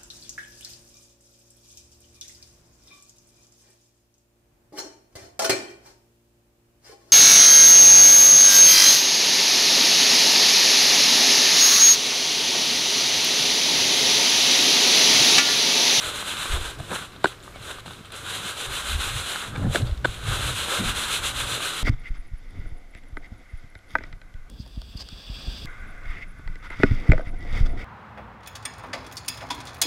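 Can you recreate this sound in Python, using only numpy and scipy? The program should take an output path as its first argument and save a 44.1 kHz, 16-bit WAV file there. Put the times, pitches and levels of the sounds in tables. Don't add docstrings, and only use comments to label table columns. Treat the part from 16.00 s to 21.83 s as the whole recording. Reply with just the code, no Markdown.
import sys
import numpy as np
from scipy import signal
from scipy.fft import rfft, irfft, next_fast_len
from scipy.io import wavfile
from scipy.ndimage import uniform_filter1d

SR = 44100
rng = np.random.default_rng(int(sys.argv[2]) if len(sys.argv) > 2 else 0)


def voltage_ratio(level):
    return 10 ** (np.asarray(level, float) / 20)


def to_wav(s):
    ch = np.atleast_2d(s).T
    pcm = np.round(np.clip(ch, -1, 1) * 32767)
    wavfile.write(sys.argv[1], SR, pcm.astype(np.int16))


N = 257086


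def unit(x):
    return x / np.sqrt(np.mean(x ** 2))


def peak(x):
    return x / np.abs(x).max()


def smooth_twice(x, span):
    return uniform_filter1d(uniform_filter1d(x, span), span)


def colour(x, shape, causal=False):
    hz, db = np.transpose(shape)
    size = 2 * next_fast_len(N // 2 + 1)
    f = np.arange(size // 2 + 1) * SR / size + 1
    gain = voltage_ratio(np.interp(np.log(f), np.log(hz), db, left=-90, right=-90))
    if causal:
        cepstrum = irfft(np.log(gain), size)
        cepstrum[1:size // 2] *= 2
        cepstrum[size // 2 + 1:] = 0
        gain = np.exp(rfft(cepstrum))
    return unit(irfft(rfft(x, size) * gain, size)[:N])


def ring(x, hz, t60):
    pole = np.exp(2j * np.pi * hz / SR - np.log(1000) / (t60 * SR))
    return signal.lfilter([1], [1, -pole], x + 0j).imag


def walk(rate):
    hold = int(SR / rate)
    steps = np.repeat(rng.standard_normal(N // hold + 1), hold)
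    return unit(smooth_twice(steps, hold)[:N])


def both(a_db, b_db):
    return 10 * np.log10(voltage_ratio(a_db) ** 2 + voltage_ratio(b_db) ** 2)


def swells(s, peak_db, rise_s, fall_s, bend=1):
    t = np.arange(0, N + 32, 32) / SR
    power = 1e-9
    for at, db, up, down in np.broadcast(s, peak_db, rise_s, fall_s):
        away = np.maximum(at - t, 0) / max(up, .002) + np.maximum(t - at, 0) / max(down, .002)
        power = power + voltage_ratio(db - 10 * away ** bend) ** 2
    return np.interp(np.arange(N) / SR, t, 10 * np.log10(power))


# frequency in Hz, density in dB per Hz.
FIELD_COLOUR = [(18, -37), (30, -14.5), (69, -2), (208, -16), (341, -3.5), (898, -14.5), (1230, -7.5),
                (1770, -14), (3780, -18), (4540, -21), (15500, -33.5)]


def field():
    return colour(rng.standard_normal(N), FIELD_COLOUR) * voltage_ratio(-48.4 + 1.6 * walk(4.4))


# frequency in Hz, density in dB per Hz.
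EDDY_COLOURS = [
    [(15, 5), (30, -0.5), (60, 5.5), (85, 1), (100, -17)],
    [(70, -30), (90, 1.5), (125, 2.5), (160, -10.5), (190, -52)],
    [(135, -13), (165, 3), (220, -2.5), (300, -7.5), (500, -25)],
]
CALM_DB = (-53, -55, -55.5)
# peak time in seconds, peak in dB, rise in seconds per 10 dB, fall in seconds per 10 dB.
LARGE_GUSTS = [(0.071, -38.5, -0.1, 0.009), (0.524, -17.7, 0.012, 0.07), (0.834, -43, 0.326, 0),
               (1.615, -45, 0.224, -0.1), (2.686, -37.2, 0.016, 0.099), (2.951, -23, 0.05, 0.058),
               (3.073, -32.5, 0.004, 0.05), (3.149, -30.5, 0.014, 0.063), (3.527, -69, 0.384, 0.014),
               (3.705, -25.5, 0.1, 0.022), (3.923, -23.5, 0.1, 0.04), (3.983, -32.5, 0.1, 0.051),
               (4.094, -29, 0.013, 0.016), (4.254, -34.3, 0.108, 0.01), (4.302, -27, 0.022, 0.076),
               (4.441, -29, 0.023, 0.08), (4.624, -37, 0.022, 0.036), (4.74, -44, 0.053, 0),
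               (4.869, -28.4, 0.03, 0.1), (5.194, -39.1, -0.05, 0.172), (5.434, -35.6, 0.208, 0.06)]
MIDDLE_GUSTS = [(0.053, -43.8, 0.032, 0.156), (0.403, -45.3, 0.12, 0.069), (0.521, -34, 0.008, 0.063),
                (0.809, -29, 0.019, 0.008), (0.89, -43.9, 0.109, 0.173), (1.614, -41.4, 0.027, 0.032),
                (1.89, -45.4, 0.079, 0.097), (2.39, -47.5, 0.149, 0.191), (2.686, -40.5, 0.032, 0.09),
                (2.953, -38, 0.024, 0.038), (3.168, -32.5, 0.066, 0.047), (3.492, -36, 0.015, 0.085),
                (3.616, -22.5, 0.034, 0.021), (3.652, -22, 0.0074, 0.012), (3.678, -20, 0.016, 0.025),
                (3.708, -25, 0.012, 0.015), (3.813, -21.5, 0.008, 0.03), (3.832, -20, 0.02, 0.017),
                (3.865, -30.5, 0.02, 0.05), (4.059, -30.5, 0.035, 0.062), (4.3, -22.5, 0.044, 0.025),
                (4.407, -32.2, 0.079, 0.004), (4.464, -27.7, 0.029, 0.082), (4.797, -33, 0.018, 0.106),
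                (4.911, -37.1, 0.051, 0.013), (5.21, -48.4, 0.478, 0.53), (5.542, -36.5, 0.212, 0.03)]
SMALL_GUSTS = [(0.34, -49.5, 0.364, 0.36), (0.801, -43.5, 0.016, 0.071), (0.923, -32.1, 0.013, 0.021),
               (1.016, -42.2, 0.017, 0.017), (1.864, -42, 0.004, 0.041), (2.014, -44, 0.035, 0.004),
               (2.458, -40.5, 0.065, 0.009), (2.904, -47, 0.017, 0.207), (3.529, -54, 0.568, 0.008),
               (3.672, -24.6, 0.075, 0.015), (3.817, -31.9, 0.057, 0.034), (3.949, -48.5, 0.007, 0.075),
               (4.044, -37.5, 0.012, 0.046), (4.389, -47, 0.255, 0.517), (4.804, -27, 0.01, 0.069),
               (4.885, -48.1, 0.024, 0.6), (5.472, -50, 0.548, 0.312)]


def wind():
    out = 0
    gusts = LARGE_GUSTS, MIDDLE_GUSTS, SMALL_GUSTS
    for rows, calm_db, shape, span_s in zip(gusts, CALM_DB, EDDY_COLOURS, (.06, .035, .022)):
        swirl = colour(rng.standard_normal(N), shape)
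        swing = np.sqrt(smooth_twice(swirl ** 2, int(span_s * SR)))
        steady = unit(swirl / swing ** .7)
        level_db = both(swells(*np.transpose(rows)), calm_db + 3 * walk(8))
        out = out + voltage_ratio(level_db) * steady
    crests = out ** 2 - uniform_filter1d(out ** 2, SR // 40)
    return out + 1.2 * crests


# time in seconds, rattle in dB, time to sink 10 dB in seconds.
SHAKE_STROKES = [(0.062, -32, 0.0769), (0.19, -33.5, 0.06), (0.303, -33, 0.06), (0.427, -32.5, 0.07),
                 (0.531, -33.5, 0.056), (0.651, -37, 0.0834), (2.334, -34, 0.0827), (2.483, -34, 0.0675),
                 (2.624, -35.5, 0.076), (2.769, -32.5, 0.07), (2.904, -32, 0.07), (3.054, -32.5, 0.09),
                 (3.183, -33.5, 0.0739), (3.304, -33, 0.0634), (3.393, -37, 0.107), (4.332, -33, 0.0832),
                 (4.472, -31.5, 0.08), (4.607, -31, 0.0746), (4.744, -29.5, 0.0732), (4.875, -31, 0.0651),
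                 (5.008, -29.5, 0.0634), (5.137, -28.5, 0.0642), (5.27, -30, 0.0559), (5.398, -30.0, 0.059),
                 (5.527, -31, 0.069), (5.655, -31.5, 0.064), (5.774, -34.5, 0.12)]
# time in seconds, rattle in dB,
# rise in seconds per 10 dB, fall in seconds per 10 dB, chaff over its usual level in dB.
LOOSE_SLIDES = [(0.787, -45, -0.2, 0.07, -1), (0.955, -34.8, 0.06, 0.067, 1.0),
                (1.011, -38.5, 0.1, 0.048, -0.7), (1.12, -48, 0, 0.066, -5),
                (1.271, -38.5, 0.035, 0.052, -0.4), (1.434, -52.5, 0, 0.1, 5),
                (1.556, -50.5, -0.06, 0.2, -6.7), (1.629, -46.0, 0.012, 0.139, 1.9),
                (1.714, -39, 0.076, 0.028, 2), (1.807, -46.0, 0.107, 0, -2.1),
                (1.868, -45.5, 0.015, 0.164, -0.2), (1.917, -51, 0.016, 0.036, 1.5),
                (2.053, -44.3, -0.03, 0.02, -5.8), (2.12, -41.6, -0.01, 0.17, -4),
                (2.163, -44.5, 0.02, 0.16, 4.5), (3.574, -44.0, 0, 0.03, 0), (3.63, -48, 0.3, 0.195, -0.5),
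                (3.758, -29.5, 0.03, 0.04, 1.5), (3.853, -45.5, -0.1, 0.097, -2),
                (3.975, -50.0, -0.1, 0, 2), (4.051, -41, -0.02, 0.4, -0.6), (4.148, -42, 0.02, -0.3, 1.3)]
# time in seconds, thrum in dB, reed ring in dB, length in seconds per 10 dB.
SLUMPING_CLUMPS = [(0.067, -40, -46.5, 0.07), (0.556, -34, -38, 0.03), (0.8, -49, -36, -0.06),
                   (0.921, -33, -32.5, 0.02), (1.025, -42, -39, 0.01), (1.27, -38, -36, -0.02),
                   (1.7, -41.5, -41, 0.04), (1.874, -46, -55, -0.06), (2.586, -39, -53, 0),
                   (2.64, -55, -37.5, 0), (2.74, -51, -39, -0.01), (3.364, -52, -35, 0.02),
                   (3.44, -51, -36, 0.03), (3.565, -42, -37.5, 0.03), (3.657, -37.5, -42, 0.09),
                   (3.814, -40, -62, 0.07), (4.274, -41, -44, .025), (4.328, -37.5, -31, 0.0457),
                   (4.489, -41, -35, 0.06), (4.772, -40, -43, 0.12), (4.916, -47, -50, 0.27),
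                   (5.01, -48, -34, 0.1), (5.532, -42.5, -41, 0.1)]


def motion():
    s, db, width = np.transpose(SHAKE_STROKES)
    shaken = swells(s, db + 1.5, .97 * width, width, bend=2.2)
    s, db, rise, fall, chaffy_db = np.transpose(LOOSE_SLIDES)
    rattle_db = both(shaken, swells(s, db, rise, fall))
    chaff_drive_db = both(shaken, swells(s, db + chaffy_db, rise, fall))
    chaff_db = -36.4 + 1.03 * (chaff_drive_db + 31.5)
    push = uniform_filter1d(rattle_db, int(.026 * SR)) + 32.5
    s, floor_db, cane_db, length = np.transpose(SLUMPING_CLUMPS)
    reed_db = both(-36 + .85 * push, swells(s, cane_db, length, length))
    thrum_db = both(-45.5 + .61 * push, swells(s, floor_db, length, length))
    return chaff_db, rattle_db, reed_db, thrum_db


def kernels(per_s, spread_db, hiss):
    when, size, sign = rng.random((3, N))
    ticks = (when < per_s / SR) * voltage_ratio(-spread_db * np.log(size + .05)) * np.sign(sign - .5)
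    return unit(ticks) + hiss * rng.standard_normal(N)


# frequency in Hz, density in dB per Hz.
RATTLE_COLOUR = [(1500, -70), (1850, -12), (2600, -3.5), (3550, -0.5), (4100, -2.5), (4550, -16),
                 (4800, -11.5), (5300, -26.5)]
CHAFF_COLOUR = [(4500, -43), (5200, -10.5), (6200, -6), (7500, -3), (10000, -5), (12500, -14.5),
                (15500, -22.5), (17000, -40)]
REED_COLOUR = [(700, -14), (900, -8.5), (1300, -1), (1560, 0), (1720, -6), (1900, -14.5), (2300, -16)]
THRUM_COLOUR = [(150, -35), (260, -4.5), (360, 0.5), (600, 1.5), (870, -9.5), (1100, -14)]


def grain():
    chaff_db, rattle_db, reed_db, thrum_db = motion()
    coarse = kernels(per_s=5000, spread_db=2, hiss=1.3)
    fine = kernels(per_s=9000, spread_db=2, hiss=1.3)
    heavy = coarse + 1.1 * kernels(per_s=140, spread_db=3, hiss=0)
    rattle = voltage_ratio(rattle_db) * colour(coarse, RATTLE_COLOUR, causal=True)
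    chaff = voltage_ratio(chaff_db) * colour(fine + .5 * coarse, CHAFF_COLOUR, causal=True)
    reeds = voltage_ratio(reed_db + 1.25 * walk(30.01)) * colour(heavy + coarse, REED_COLOUR, causal=True)
    thrum = voltage_ratio(thrum_db + 1.3 * walk(25.01)) * colour(heavy, THRUM_COLOUR, causal=True)
    return (rattle + chaff + reeds + thrum) * voltage_ratio(.91 * walk(60))


# frequency in Hz, level in dB, decay by 60 dB in seconds.
TRAY_MODES = [(355, -9, 0.013), (726, -10, 0.043), (1000, 5.5, 0.0062), (1520, 3, 0.024)]
CRACK_MODES = [(2400, -6.5, 0.012), (3030, -2.5, 0.0061), (3600, 3.5, 0.0073), (4030, -7.5, 0.009),
               (7450, -1.5, 0.0023)]


def struck_tray(blows):
    size = 2048
    out, t = np.zeros(N + size), np.arange(size) / SR
    air = signal.butter(2, 11000, fs=SR, output="sos")
    soft = signal.butter(2, 6000, fs=SR, output="sos")
    for s, peak_db, hz, crack_db, share in blows:
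        share = max(share, .15)
        noise = rng.standard_normal(size)
        push = np.sin(np.pi * np.clip(t * hz * 2, 0, 1)) ** 2
        scrape = .15 * noise * np.exp(-t / .002)
        body = peak(ring(push + scrape, hz, .024 * share))
        for f, db, t60 in TRAY_MODES:
            distance_db = 2.7 * abs(np.log2(f / hz))
            body = body + voltage_ratio(db - 9 - distance_db) * peak(ring(push, f, t60 * share))
        if hz < 2000:
            body = signal.sosfilt(soft, body)
        burst = noise * t * np.exp(-t / .001)
        crack = sum(voltage_ratio(db) * ring(burst, f, t60) for f, db, t60 in CRACK_MODES)
        crack = peak(signal.sosfilt(air, crack))
        i = int(s * SR)
        out[i:i + size] += voltage_ratio(peak_db) * (peak(body) + voltage_ratio(crack_db) * crack)
    return signal.sosfilt(signal.butter(2, 240, "high", fs=SR, output="sos"), out[:N])


# time in seconds, peak in dB,
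# strongest ring in Hz, crack over ring in dB, decay as a share of the usual.
TAPS = [(.226, -20, 1120, -14, .95), (.337, -18, 1500, -12.5, 0.15), (.456, -19, 1140, -10, 1.4),
        (.549, -29, 494, -14, .67), (.791, -29, 706, -20, 0.84), (.802, -25, 685, -14, 1.1),
        (.9165, -15, 513, -16, 0.25), (.9605, -15.5, 1500, -10, .26), (1.162, -33, 900, -3.5, .7),
        (1.478, -26, 1200, -27, 0.9), (1.559, -27, 660, -9, .67), (1.785, -27, 1180, -14, 1.1),
        (1.860, -27, 930, -6, .7), (1.880, -26.5, 1250, -9, 0.55), (1.908, -27.5, 920, -5, .55),
        (2.103, -35, 1240, -9, .6), (3.3585, -16, 1430, -5, 0.73), (4.684, -16, 1000, -18, .23),
        (5.577, -22, 603, -6, .44), (5.605, -18.5, 1200, -23, 0.77)]


def taps():
    return struck_tray(TAPS)


# time in seconds, peak in dB, # strongest ring in Hz, crack
# over ring in dB, decay as a share of the usual.
KERNEL_TICKS = [(.3686, -24, 3450, -2, .5), (.9353, -28, 3240, -4, .5), (1.1194, -40, 3010, -4, .5),
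                (1.4027, -39, 3790, -4, .5), (1.6184, -42, 3380, -4, .5), (1.6257, -39, 4040, -4, .5),
                (1.7863, -40, 2700, -4, .5), (1.8647, -37, 3430, -4, .5), (1.9899, -39, 2770, -4, .5),
                (2.0477, -37, 3200, -4, .5), (2.1046, -35, 3550, -4, .5), (2.7062, -28, 3280, -4, .5),
                (2.9931, -26, 3700, -4, .5), (3.7344, -32, 1400, -6, .6), (3.9464, -42, 3510, -4, .5),
                (4.2373, -31, 3780, -5, .5), (4.2542, -31, 3870, -4, .5), (4.4084, -22, 3180, -4, .5),
                (4.9501, -25, 3890, -4, .5), (5.0379, -21, 3930, -3.5, .5), (5.7344, -25, 3670, -4, .5),
                (1.7105, -33, 2740, -10, .7), (3.556, -25, 1280, -20, 0.87), (3.596, -25, 650, -20, .6),
                (3.668, -25, 950, -20, .5)]


def kernel_ticks():
    return struck_tray(KERNEL_TICKS)


# time in seconds, peak in dB, # strongest ring in Hz, crack over
# ring in dB, decay as a share of the usual.
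STRAY_KERNELS = [(.8035, -36, 9000, -10, .2), (.908, -25, 2400, -6, .5), (1.427, -39, 7050, -4, .35),
                 (1.436, -39, 3840, 0, .5), (1.712, -28, 3600, 2, .6), (1.934, -32, 4120, -1, .8),
                 (2.0572, -35, 8540, -12, .15), (2.121, -30, 10000, -8, .2), (3.554, -27, 2400, -10, .8),
                 (3.56, -21.5, 2300, -6, .79), (3.819, -26, 4070, -5, 0.71), (3.870, -34, 4220, 2, .8),
                 (3.912, -38, 4000, 4, 0.54), (3.975, -38, 3600, 0.5, .4)]


def stray_kernels():
    return struck_tray(STRAY_KERNELS)


# time in seconds,
# peak in dB, strongest ring in Hz, crack over ring in dB, decay as a share of the usual.
FINGER_BLOWS = [(1.2419, -19.5, 3700, 2, 0.84), (1.2442, 1.5, 1000, -17, 0.38), (1.2456, -9, 369, -15, 1.5),
                (1.2558, -24, 1520, 1, 0.56), (1.2564, -9, 1520, -17.5, 0.45),
                (1.258, -14.5, 352, -22, 0.91), (3.7467, -18.5, 3470, -1, 0.77),
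                (3.7485, -11.5, 655, -19, 0.78), (3.7535, -15, 430, -6, 2.7),
                (3.7575, -8.5, 1610, -10, 0.38), (3.7602, -10, 644, -17, 0.6),
                (4.0447, -21, 1530, -2, 0.57), (4.048, -10, 1560, -12, 0.58), (4.0496, -10, 640, -25, 0.89),
                (4.0533, -9, 1550, -10, 0.57), (4.055, -9, 440, -21, 0.33), (1.243, -29, 8500, -6, .4),
                (1.2505, -19, 1150, -6, .6)]


def slaps():
    return struck_tray(FINGER_BLOWS)


# time in seconds, peak in dB, strongest ring in
# # Hz, crack over ring in dB, decay as a share of the usual.
MORE_FINGER_BLOWS = [(1.2457, -6, 1490, -20, 0.47), (1.2551, -17, 1500, -15, .4), (1.2571, -8.5, 1550, -20, .4),
                (1.269, -25, 400, -8, 1), (3.7521, -19, 1450, -10, .5), (3.7562, -17, 1550, -15, 0.35),
                (3.7581, -10, 1600, -8, 0.4), (3.7685, -22, 600, -5, 0.7), (3.772, -24, 1500, -10, .8),
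                (3.781, -24, 1300, -15, .6), (4.046, -18, 1550, -10, .4), (4.0493, -8.5, 1570, -19, 0.39),
                (4.0547, -11, 1560, -12, .45), (4.0585, -22, 450, -10, .6),
                (4.051, -15, 1050, -15, .6),
    (3.7594, -14, 600, -15, .5),
    (4.0572, -17, 1100, -12, .6),
]


def more_finger_blows():
    return struck_tray(MORE_FINGER_BLOWS)


# start in seconds, length in seconds, start in Hz, end in Hz, level in dB.
BIRD_PEEPS = [
    (1.530, .068, 2340, 2080, -50),
    (1.722, .05, 5200, 5050, -57),
    (3.853, .045, 4700, 4600, -57),
]


def birds():
    out, t = 0, np.arange(N) / SR
    for s, length, start_hz, end_hz, db in BIRD_PEEPS:
        u = np.clip((t - s) / length, 0, 1)
        phase = 2 * np.pi * np.cumsum(start_hz + (end_hz - start_hz) * u) / SR
        out = out + voltage_ratio(db) * np.sin(np.pi * u) * np.sin(phase)
    return out * voltage_ratio(4.7 * walk(100))


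def scene():
    mono = field() + wind() + grain()
    mono = mono + taps() + kernel_ticks() + stray_kernels() + slaps() + more_finger_blows() + birds()
    return np.array([mono, mono])


def band_limit(x):
    return signal.sosfilt(signal.butter(12, 15660, fs=SR, output="sos"), x)


def record(dry):
    hiss = voltage_ratio(-76) * rng.standard_normal(N) * np.array([[1], [-1]])
    low_pass = signal.ellip(10, .2, 80, 15450, fs=SR, output="sos")
    return band_limit(signal.sosfilt(low_pass, dry + hiss))


dry = scene()
out = record(dry)
to_wav(out)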